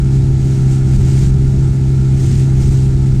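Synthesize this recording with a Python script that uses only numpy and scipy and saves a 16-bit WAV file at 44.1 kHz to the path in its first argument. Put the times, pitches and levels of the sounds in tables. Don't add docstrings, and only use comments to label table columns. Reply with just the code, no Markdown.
import sys
import numpy as np
from scipy import signal
from scipy.fft import rfft, irfft, next_fast_len
from scipy.io import wavfile
from scipy.ndimage import uniform_filter1d, minimum_filter1d, map_coordinates

SR = 44100
rng = np.random.default_rng(int(sys.argv[2]) if len(sys.argv) > 2 else 0)


def transcribe(signal):
    frames = np.atleast_2d(signal).T
    limited = np.clip(frames, -1, 1)
    pcm = np.round(limited * 32767).astype(np.int16)
    wavfile.write(sys.argv[1], SR, pcm)


N = 141120
TIME = np.arange(N) / SR


def amp(db):
    return 10 ** (np.asarray(db) / 20)


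def unit(x):
    return x / np.sqrt(np.mean(x ** 2) + 1e-20)


def curve(points):
    return np.interp(TIME, *np.transpose(points))


def wobble(rate):
    return map_coordinates(rng.standard_normal(4096), [TIME * rate + 2], mode="wrap")


def filtered(x, response):
    padded = next_fast_len(N + SR // 2)
    hz = np.fft.rfftfreq(padded, 1 / SR)
    return irfft(rfft(x, padded) * response(hz), padded)[:N]


def coloured(x, spectrum):
    points_hz, points_db = np.transpose(spectrum)

    def response(hz):
        return amp(np.interp(np.log(hz + 1), np.log(points_hz + 1), points_db))

    return unit(filtered(x, response))


def hiss(patchy_db):
    spectrogram = signal.stft(rng.standard_normal(N), nperseg=512)[2]
    patches = uniform_filter1d(rng.standard_normal(spectrogram.shape), 8, axis=0)
    patches = uniform_filter1d(patches, 10, axis=1)
    noise = signal.istft(spectrogram * amp(patchy_db * unit(patches)), nperseg=512)[1]
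    return unit(noise[:N])


# (frequency [Hz], relative level per Hz [dB])
WIND_SPECTRUM = [(5, -17.5), (15, -10), (32, 0), (70, -1), (110, -3), (165, -8), (240, -15), (320, -18.5),
                 (390, -21), (415, -30), (520, -36.5), (900, -68.5)]
# (time [s], relative level [dB])
HEADWIND_GUSTS = [(0.03, -14.5), (0.09, -15.5), (0.78, -19), (0.83, -20.5), (0.87, -16), (1.8, -16.5),
                  (1.9, -22.5), (2.38, -14.5), (2.41, -18.5), (2.69, -13), (2.73, -18), (3.17, -14.5)]
WIND_DB, FLUTTER_DB = 0.5, 2


def wind():
    gust_db = curve(HEADWIND_GUSTS)
    air = coloured(rng.standard_normal(N), WIND_SPECTRUM)
    buffet = filtered(air, lambda hz: 1 / (1 + (hz / 260) ** 4))
    gusty = amp(gust_db) * buffet
    steady = amp(gust_db.mean()) * (air - buffet)
    return amp(WIND_DB + FLUTTER_DB * wobble(11)) * (gusty + steady)


DROPS_PER_S, DROP_SPREAD_DB = 3500, 3.5
DROP_SHARE = 0.38


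def droplets(patchy_db):
    hit = rng.random(N) < DROPS_PER_S / SR
    size = amp(DROP_SPREAD_DB * np.minimum(rng.exponential(size=N), 4))
    impacts = unit(hit * size * rng.choice([-1, 1], N))
    return np.sqrt(DROP_SHARE) * impacts + np.sqrt(1 - DROP_SHARE) * hiss(patchy_db)


# (frequency [Hz], relative level per Hz [dB])
WASH_SPECTRUM = [(1000, -25), (1700, -4.5), (2300, -2), (3100, -6), (4000, -2), (5500, -3), (7100, -1),
                 (8700, -4.5), (10200, -14.5), (11300, -22.5), (12400, -18.5), (13600, -25), (15000, -29)]
WASH_DB = -44.5


def hull_wash():
    return amp(WASH_DB + .4 * wobble(90)) * coloured(droplets(patchy_db=1.4), WASH_SPECTRUM)


# (time of the fullest spray [s], level [dB], rise [s], fall [s])
BOW_SPLASHES = [(.16, -44.5, 0.026, 0.031), (.54, -42.5, .07, .07), (.73, -40, .03, .035),
                (.93, -40.5, 0.037, 0.073), (1.12, -38.5, 0.074, 0.054), (1.23, -36.5, 0.056, 0.038),
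                (1.6, -53.5, 0.068, 0.042), (1.98, -52, 0.059, 0.11), (2.23, -40.5, .04, 0.044),
                (2.34, -37, 0.072, 0.065), (2.654, -38, 0.054, 0.11), (3.12, -52, .06, 0.067)]
# (frequency [Hz], relative level per Hz [dB])
SPRAY_SPECTRUM = [(400, -23), (800, -4), (1100, -5.5), (1400, -4.5), (2200, -0.5), (3200, -4), (5000, -2.5),
                  (6800, 1), (8300, -1.5), (9300, -6.5), (10300, -16.5), (11400, -22), (12400, -13.5),
                  (13600, -21.5), (15000, -24.5)]


def bow_spray():
    power = np.zeros(N)
    for peak_s, db, rise_s, fall_s in BOW_SPLASHES:
        width_s = np.where(TIME < peak_s, rise_s, fall_s)
        power += amp(db) ** 2 * np.exp(-((TIME - peak_s) / width_s) ** 2 / 2)
    flicker = amp(.5 * wobble(120))
    return np.sqrt(power) * flicker * coloured(droplets(patchy_db=1.6), SPRAY_SPECTRUM)


def partials(angle, orders, flutter_db, smear, rate):
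    total = np.zeros(N)
    for multiple, db in orders:
        level = amp(db + flutter_db * wobble(rate))
        phase = smear * wobble(rate) + rng.uniform(0, 2 * np.pi)
        total += level * np.sin(multiple * angle + phase)
    return np.sqrt(2) * total


# (multiple of the shaft speed, level before flutter and swell [dB])
EXHAUST_ORDERS = [(1, -22), (2, -11.5), (3, -28), (3.5, -38.5), (4, -34.5), (5, -31.5), (6, -35.5)]


def exhaust_drone(angle):
    return partials(angle, EXHAUST_ORDERS, flutter_db=.3, smear=0.043, rate=14)


# (multiple of the shaft speed, level before flutter and swell [dB])
WHINE_ORDERS = [(8, -67), (9, -63.5), (10, -58.5), (11, -61), (12, -56.5), (13.08, -55.5), (14, -58.5),
                (15, -67), (16, -68), (18, -59.5), (20, -57), (21, -58), (22, -63), (24, -63.5),
                (26, -58.5), (30, -69.5), (33, -60)]


def gear_whine(angle):
    return partials(angle, WHINE_ORDERS, flutter_db=2.0, smear=0.31, rate=16)


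# (frequency [Hz], relative level per Hz [dB])
COWL_SPECTRUM = [(300, -14), (500, -1.5), (780, 3.5), (900, -2), (1020, -7.5), (1140, -15.5), (1260, -3),
                 (1400, -1.5), (1640, -10), (2100, -10.5), (3000, -13.5), (6000, -23), (12000, -49.5)]
COWL_DB = -42.5
TURN_DEPTH, FIRING_DEPTH = 0.28, .22


def cowl_rattle(angle):
    log_power = TURN_DEPTH * np.cos(angle) + FIRING_DEPTH * np.cos(2 * angle)
    beat = np.exp(log_power / 2)
    return amp(COWL_DB) * coloured(beat * hiss(patchy_db=1), COWL_SPECTRUM)


# (time [s], speed [turns/s])
SHAFT_SPEED = [(0, 66.55), (.3, 66.4), (.6, 66.16), (.95, 65.86), (1.3, 66.6), (1.65, 66.75), (1.95, 66.36),
               (2.3, 66.15), (2.75, 66.28), (3.2, 65.95)]
# (time [s], drone level [dB], rattle and whine level [dB])
MOTOR_SWELL = [(0, -0.5, -0.5), (.2, 0, 0), (.4, -1.3, 0), (.65, 1, -0.5), (.85, -0.2, 1), (1.15, 0.9, 0.1),
               (1.32, -.8, 0), (1.47, 0, -0.5), (1.63, -1, 0.7), (1.76, -2, -1), (1.92, 0, -1),
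               (2.1, -0.5, -1), (2.3, 0, -0.8), (2.6, 0, 0.5), (2.78, 0.6, -.5), (2.95, 0, -0.3),
               (3.2, -2, -1)]


def outboard():
    angle = 2 * np.pi * np.cumsum(curve(SHAFT_SPEED)) / SR
    swell_s, drone_db, rattle_db = np.transpose(MOTOR_SWELL)
    drone = amp(np.interp(TIME, swell_s, drone_db)) * exhaust_drone(angle)
    mechanical = gear_whine(angle) + cowl_rattle(angle)
    return drone + amp(np.interp(TIME, swell_s, rattle_db)) * mechanical


def scene():
    return (wind() + hull_wash() + bow_spray() + outboard())[None]


CEILING_DB, HOLD_S, SMOOTH_S = -3.5, 0.011, 0.0024
TOP_HZ = 15250


def record(dry):
    x = dry[0]
    needed = np.minimum(1, amp(CEILING_DB) / (np.abs(x) + 1e-9))
    held = minimum_filter1d(needed, int(HOLD_S * SR))
    pole = np.exp(-1 / (SMOOTH_S * SR))
    gain = 1 - signal.lfilter([1 - pole], [1, -pole], 1 - held)
    return filtered(x * gain, lambda hz: hz < TOP_HZ)[None]


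dry = scene()
out = record(dry)
transcribe(out)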